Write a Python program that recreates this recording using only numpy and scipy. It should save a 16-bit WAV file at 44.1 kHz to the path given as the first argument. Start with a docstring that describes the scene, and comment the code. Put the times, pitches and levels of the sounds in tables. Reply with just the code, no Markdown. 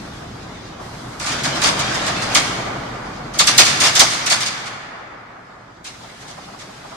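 """A large hall with a concrete floor: a small diesel excavator turns on its steel tracks, heard in stereo.
The engine drones on firing tones with noise for exhaust boom and drive whirr; hydraulic oil hisses.
Rollers and links knock dully, and the shoes grind as coloured noise broken into small slips.
Shoes stick and slip with loud clanks, noise bursts delayed most in the lows, so that each sweeps downward.
The hall answers clanks and knocks with a late noise tail that rings on for seconds."""
import sys
import numpy as np
from scipy import signal
from scipy.fft import rfft, irfft, next_fast_len
from scipy.io import wavfile
from scipy.ndimage import uniform_filter1d, map_coordinates

SR = 44100
rng = np.random.default_rng(int(sys.argv[2]) if len(sys.argv) > 2 else 0)


def unload_wav(signal):
    """Save mono or channel-first audio to the path in sys.argv[1] as 16-bit WAV at rate SR, clipped to [-1, 1]."""
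    wavfile.write(
        sys.argv[1],
        SR,
        np.round(np.clip(np.atleast_2d(signal).T, -1, 1) * 32767).astype(np.int16),
    )


N = 307287
FIRING_HZ = 38.05  # mean firing rate of the engine
TOP_HZ = 14100  # band limit of the microphones

# the tracks creep twice, turn, turn back in two pushes, roll on; layer levels before each layer's trim:
# (start t/s, stop t/s, grinding level/dB, whirr level/dB, boom level/dB, oil level/dB, clank body level/dB)
TRACK_MOVES = [(-0.3, 0.05, -48, -49, -45, -49.5, -8), (0.79, 1.2, -46, -40, -65, -47.5, -4.5),
               (1.23, 2.447, -25, -27, -32.5, -48.5, -6), (3.359, 3.9, -24, -30, -31.5, -56, -11.5),
               (4.251, 4.438, -28.5, -34.5, -41, -64, -13.5), (5.84, 6.992, -43, -43, -48, -51, -14.5)]
GRINDING, WHIRRING, BOOMING, RUSHING, BODY = range(5)  # level columns after start and stop


def amp(db):
    """Decibels to gain."""
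    return 10 ** (np.asarray(db) / 20)


def unit(x):
    """Scale to rms 1."""
    return x / np.sqrt(np.mean(x ** 2) + 1e-20)


def along(points, hz):
    """(f/Hz, value) points read on a log frequency axis."""
    f, v = np.transpose(points)
    return np.interp(np.log(hz + 1), np.log(f + 1), v)


def wobble(rate):
    """A smooth random curve, rate knots a second."""
    knots = rng.standard_normal(int(N * rate / SR) + 4)
    return map_coordinates(knots, [np.arange(N) * rate / SR])


def filtered(x, response):
    """x shaped by a response (real or complex) of frequency."""
    n = x.shape[-1]
    padded = next_fast_len(n + 8192)
    spectrum = rfft(x, padded) * response(np.fft.rfftfreq(padded, 1 / SR))
    return irfft(spectrum, padded)[..., :n]


def spread(pair):
    """Two unrelated signals to left and right: alike in the bass, mostly diffuse above."""
    # likeness of the two microphones: (f/Hz, left-right correlation)
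    alike = [(60, 0.99), (140, 0.98), (280, 0.95), (500, 0.091), (1200, 0.41), (2500, 0), (12000, 0)]
    turn = lambda hz: np.arccos(np.clip(along(alike, hz), -1, 1)) / 2
    mid, side = filtered(pair, lambda hz: np.array([np.cos(turn(hz)), np.sin(turn(hz))]))
    return np.array([mid + side, mid - side])


def rush(colour_db):
    """Stereo noise of rms 1 with a colour given in dB over frequency."""
    noise = rng.standard_normal((2, N))
    return unit(spread(filtered(noise, lambda hz: amp(colour_db(hz)))))


def burst(length, response):
    """A pair of unrelated coloured noises, rms 1, length in samples."""
    return unit(filtered(rng.standard_normal((2, length)), response))


def ripple(hz, spacing_hz):
    """Plate resonances crowding the treble: a random rise and fall over frequency, one for each side."""
    knots = rng.standard_normal((2, 2048))
    treble = np.clip(hz / 3000, 0, 1)  # full strength from 3 kHz
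    return treble * np.array([np.interp(hz / spacing_hz, np.arange(len(k)), k) for k in knots])


def patchy(x, depth_db):
    """Resonances come and go: random gain in patches of about 170 Hz by 60 ms."""
    z = signal.stft(x, nperseg=1024)[2]
    field = uniform_filter1d(rng.standard_normal(z.shape[1:]), size=4, axis=0)
    field = uniform_filter1d(field, size=5, axis=1)
    return signal.istft(z * amp(depth_db * unit(field)), nperseg=1024)[1][:, :N]


def driven(layer, attack, fall_db_per_s):
    """Gain of one layer over all moves: it builds up (attack in s), holds while the tracks run, then dies away."""
    t = np.arange(N) / SR
    power = np.zeros(N)
    for start, stop, *levels in TRACK_MOVES:
        rise = 1 - np.exp(-np.maximum(t - start, 0) / attack)
        fall_db = fall_db_per_s * np.maximum(t - stop, 0)
        power += (rise * amp(levels[layer] - fall_db)) ** 2
    return np.sqrt(power)


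def idling(over_db):
    """Gain of a layer that sounds even when the tracks rest."""
    # level of the steady background: high at first, dropping at about 3.9 s, then partly recovering; # each
    # layer adds its trim: (t/s, level/dB)
    drone = [(0, -45.5), (1.05, -46.5), (2.1, -42.5), (3.4, -45), (3.9, -54), (4.25, -62.5), (5.6, -57.5),
             (6.97, -56)]
    seconds, level_db = np.transpose(drone)
    return amp(np.interp(np.arange(N) / SR, seconds, level_db) + over_db)


def engine(drift=0.0046, tone_db=-0.5):
    """Low firing tones; exhaust boom and drive whirr swell under load and throb faintly with the firings."""
    # engine tones, the one between the orders is the fan: (multiple of the firing rate, level/dB)
    tone_table = [(1, -6), (1.2, -2), (2.001, -1), (3, 0.5)]
    # colour of the exhaust boom: (f/Hz, level/dB per Hz)
    boom_colour = [(25, -38), (55, -14.5), (90, -8.5), (120, 1.5), (155, -1.5), (220, -3.5), (320, -5.5),
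                   (500, -12.5), (1000, -48.5)]
    # colour of the drive whirr: (f/Hz, level/dB per Hz)
    whirr_colour = [(150, -17.5), (400, -4), (700, 1.5), (950, -1.5), (1250, -1.5), (1600, -7), (2100, -13),
                    (2600, -24.5), (4000, -32), (9000, -62.5)]
    boom_gain = np.hypot(idling(over_db=9.0), driven(BOOMING, attack=0.077, fall_db_per_s=20.5))
    whirr_gain = np.hypot(idling(over_db=7), driven(WHIRRING, attack=.15, fall_db_per_s=11))
    phase = 2 * np.pi * np.cumsum(FIRING_HZ * (1 + drift * wobble(5.9))) / SR
    tones = np.zeros(N)
    for multiple, db in tone_table:
        tone_gain = amp(db + 2.2 * wobble(3.9))
        tones += tone_gain * np.sin(multiple * phase + rng.uniform(0, 2 * np.pi))
    throb = 1 + .06 * np.cos(phase)
    boom = unit(rush(lambda hz: along(boom_colour, hz)) * throb)
    flutter = amp(1.1 * wobble(35))
    whirr = unit(rush(lambda hz: along(whirr_colour, hz)) * throb * flutter)
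    return idling(over_db=tone_db) * tones + boom_gain * boom + whirr_gain * whirr


def hydraulics():
    """Oil hisses evenly through the valves while the tracks are driven."""
    # colour of the oil rush: (f/Hz, level/dB per Hz)
    oil = [(1000, -25.5), (3000, -3.5), (5000, -2.5), (8000, -6), (11000, -11.5), (13500, -21)]
    return driven(RUSHING, attack=.015, fall_db_per_s=22.5) * rush(lambda hz: along(oil, hz))


def knocks(t60=0.16, level_db=-7.5, attack=0.0063):
    """Dull blows swell through the undercarriage and die quickly (t60, attack in s)."""
    # rollers and links knocking as the tracks roll: (t/s, level/dB before level_db)
    blows = [(0.797, -18), (0.86, -25), (1.444, -16.5), (1.678, -11.5), (2.084, -11.5), (3.592, -5.5),
             (3.846, -11.5), (4.013, -2.5), (4.314, -7), (6.035, -26), (6.297, -26.5), (6.373, -22),
             (6.477, -25), (6.534, -23.5), (6.69, -25.5), (6.846, -23.5), (6.917, -21)]
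    # colour of a knock: (f/Hz, level/dB per Hz)
    dull = [(100, -27), (250, -8.5), (420, -15), (620, 1), (780, 2.5), (950, -2), (1250, -1), (1700, -17.5),
            (3000, -26), (8000, -51)]
    out = np.zeros((2, N + SR))
    t = np.arange(SR // 3) / SR
    swell = 1 - np.exp(-t / attack)
    shape = swell * amp(-60 * t / t60)
    for s, db in blows:
        ring = burst(len(t), lambda hz: amp(along(dull, hz)))
        start = round((s - .002) * SR)
        out[:, start:start + len(t)] += amp(db + level_db) * ring * shape
    return spread(out[:, :N])


def shoe_db(hz):
    """The lift or dip that the track's resonances give, in dB."""
    # track resonances: (f/Hz, width/Hz, level/dB)
    modes = [(2215, 33, 3.5), (2650, 30, -3.5), (3500, 38, 5), (3650, 77, 2), (4140, 27, 2.5),
             (4338, 23, -1), (4440, 26, 2.5), (4990, 33, 3), (5130, 26, 3.5), (5420, 40, -5.5),
             (6050, 50, 6.5), (6550, 39.2, 4.5), (6640, 51, 6.5)]
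    return sum(db / (1 + (2 * (hz - centre) / width) ** 2) for centre, width, db in modes)


def grinding(level_db=-1, judder_db=1):
    """Shoes drag over grit in small uneven slips, changing colour as the contact moves."""
    # colour of the grit under the shoes: (f/Hz, level/dB per Hz)
    grit_colour = [(600, -27.5), (1500, 3.5), (2200, 1.5), (3000, -1), (4800, -1.5), (7000, -9.5),
                   (9500, -17.5), (11500, -30), (13000, -32), (15000, -44.5)]
    gain = np.hypot(idling(over_db=4.5), driven(GRINDING, attack=0.042, fall_db_per_s=61))
    slips = amp(judder_db * wobble(30))
    grit = rush(lambda hz: along(grit_colour, hz) + 0.75 * shoe_db(hz))
    scrape = patchy(grit, depth_db=2.6)
    return amp(level_db) * gain * unit(slips * scrape)


def body_of(s, peak_db, thinning=0.2, typical_db=-10):
    """The move sets how much body its clanks have (dB); the harder the clank, the thinner it is."""
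    starts = [move[0] for move in TRACK_MOVES]
    _, _, *levels = TRACK_MOVES[max(np.searchsorted(starts, s) - 1, 0)]
    return levels[BODY] - thinning * (peak_db - typical_db)


def own_colour(hz, fine_db=2.0, broad_db=1.7):
    """Every clank favours its own resonances: narrow ones for each side, broad ones common to both."""
    return amp(fine_db * ripple(hz, 70) + broad_db * ripple(hz, 300)[0])


def bending(hz, sweep=.016):
    """Bending waves travel as the root of frequency, so the lows arrive late: a phase-only response."""
    # delay = sweep * (sqrt(1000 / hz) - sqrt(1000 / TOP_HZ)) in s, none at the band limit
    cycles = sweep * (2 * np.sqrt(1000 * hz) - hz * np.sqrt(1000 / TOP_HZ))
    return np.exp(-2j * np.pi * cycles)


def clanks(attack=0.00078, softening=0.83, t60=0.19, grain_db=2, level_db=-9.5, body_db=9, body_hz=1800,
           snap_db=-8, snap_grows=0.357, snap_t60=0.095):
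    """Each slip is a bright snap and a short judder of steel on concrete, ringing through the track."""
    # track shoes slipping and slamming: (t/s, level/dB before level_db, length of the judder/s)
    slams = [(1.196, -17, 0.056), (1.26, -13, 0.034), (1.3144, -16, 0.019), (1.4356, -9, 0.025),
             (1.5536, -16.5, 0.011), (1.6168, -7.5, 0.011), (1.6362, -5, 0.053), (1.7926, -9.5, 0.0075),
             (1.944, -13.5, 0.013), (2.0638, -11, 0.021), (2.2165, -14.5, 0.02), (2.3476, 0.5, 0.02),
             (3.337, -21, 0.027), (3.3899, 1.5, 0.015), (3.471, -1, 0.018), (3.5797, 6, 0.026),
             (3.6534, -7, 0.043), (3.8028, -3, 0.022), (3.836, -2, 0.034), (3.9526, -3, 0.025),
             (3.9943, 5, 0.014), (4.1028, -14.5, 0.038), (4.2611, -8, 0.014), (4.3002, -3.5, 0.034),
             (4.405, -11.5, 0.025), (4.4595, -11, 0.014), (4.6581, -22.5, 0.018), (5.8433, -22.5, 0.035),
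             (6.2043, -31.5, 0.028), (6.2744, -28.5, 0.036), (6.587, -29, 0.037)]
    # colour of the ringing steel: (f/Hz, level/dB per Hz)
    steel_colour = [(50, -43.5), (130, -10.5), (260, -4), (420, -9.5), (740, 2.5), (930, -3), (1150, 4),
                    (1600, 1), (2200, 1.5), (2750, -0.5), (4900, 2), (9500, -9), (11800, -26),
                    (13500, -25.5)]
    # colour of the first snap of a slip: (f/Hz, level/dB per Hz)
    snap_colour = [(300, -12), (3000, -1), (8000, 0), (12000, -8.5), (15000, -18.5)]
    out = np.zeros((2, N + SR))
    t = np.arange(SR // 3) / SR
    for s, db, length in slams:
        lift_db = body_of(s, db) + body_db
        body = lambda hz: lift_db / (1 + (hz / body_hz) ** 4)  # below body_hz
        colour = lambda hz: amp(along(steel_colour, hz) + shoe_db(hz) + body(hz))
        ring = burst(len(t), lambda hz: colour(hz) * own_colour(hz))
        grains = amp(grain_db * wobble(888)[:len(t)])
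        rise = attack * amp(-db / 2) ** softening  # gentle slips swell, hard ones snap
        shape = (1 - np.exp(-t / rise)) * amp(-60 * np.maximum(t - length, 0) / t60)
        crack = burst(len(t), lambda hz: amp(along(snap_colour, hz)))
        snap = crack * amp(snap_db + snap_grows * db - 60 * t / snap_t60)
        start = round((s - .003) * SR)
        clank = filtered(grains * (ring * shape + snap), bending)
        out[:, start:start + len(t)] += amp(db + level_db) * clank
    return spread(out[:, :N])


def hall(x, gap=0.0277, build=0.01):
    """The far walls answer after a gap (s) and build up (s); the top of the treble dies well before the mids."""
    # reverberation of the hall: (f/Hz, t60/s)
    decay = [(150, 2.5), (600, 1.3), (1400, 4.5), (2400, 2.49), (3700, 1.56), (6000, 1.22), (10000, 0.97),
             (15000, 1.05)]
    hz, t, z = signal.stft(rng.standard_normal((2, 3 * SR)), SR, nperseg=256)
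    swell = 1 - np.exp(-np.maximum(t - gap, 0) / build)
    fade = amp(-60 * t / along(decay, hz)[:, None])
    tail = signal.istft(z * swell * fade, SR, nperseg=256)[1]
    return signal.fftconvolve(x, tail / np.linalg.norm(tail[0]), axes=1)[:, :N]


def scene():
    """Tracks and engine in the hall; the track frame colours the clanks, their echo and the grinding."""
    steel = clanks()
    tracks = steel + amp(-11.0) * hall(steel) + grinding()
    tracks = filtered(tracks, lambda hz: amp(1.4 * ripple(hz, 35)))
    rolling = knocks()
    return tracks + rolling + amp(-15.5) * hall(rolling) + engine() + hydraulics()


def record(dry, top=1.08):
    """Each microphone has its colour; loud peaks round off near full scale; the band ends at TOP_HZ."""
    # the two microphones differ in colour: (f/Hz, left over right level/dB)
    tilt = [(500, 0), (2000, 0), (4000, 1.4), (8000, -5), (12000, 2.5)]
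    heard = filtered(dry, lambda hz: amp(np.outer([1, -1], along(tilt, hz)) / 2))
    rounded = heard / (1 + np.abs(heard / top) ** 6) ** (1 / 6)
    return filtered(rounded, lambda hz: hz < TOP_HZ)


dry = scene()
out = record(dry)
unload_wav(out)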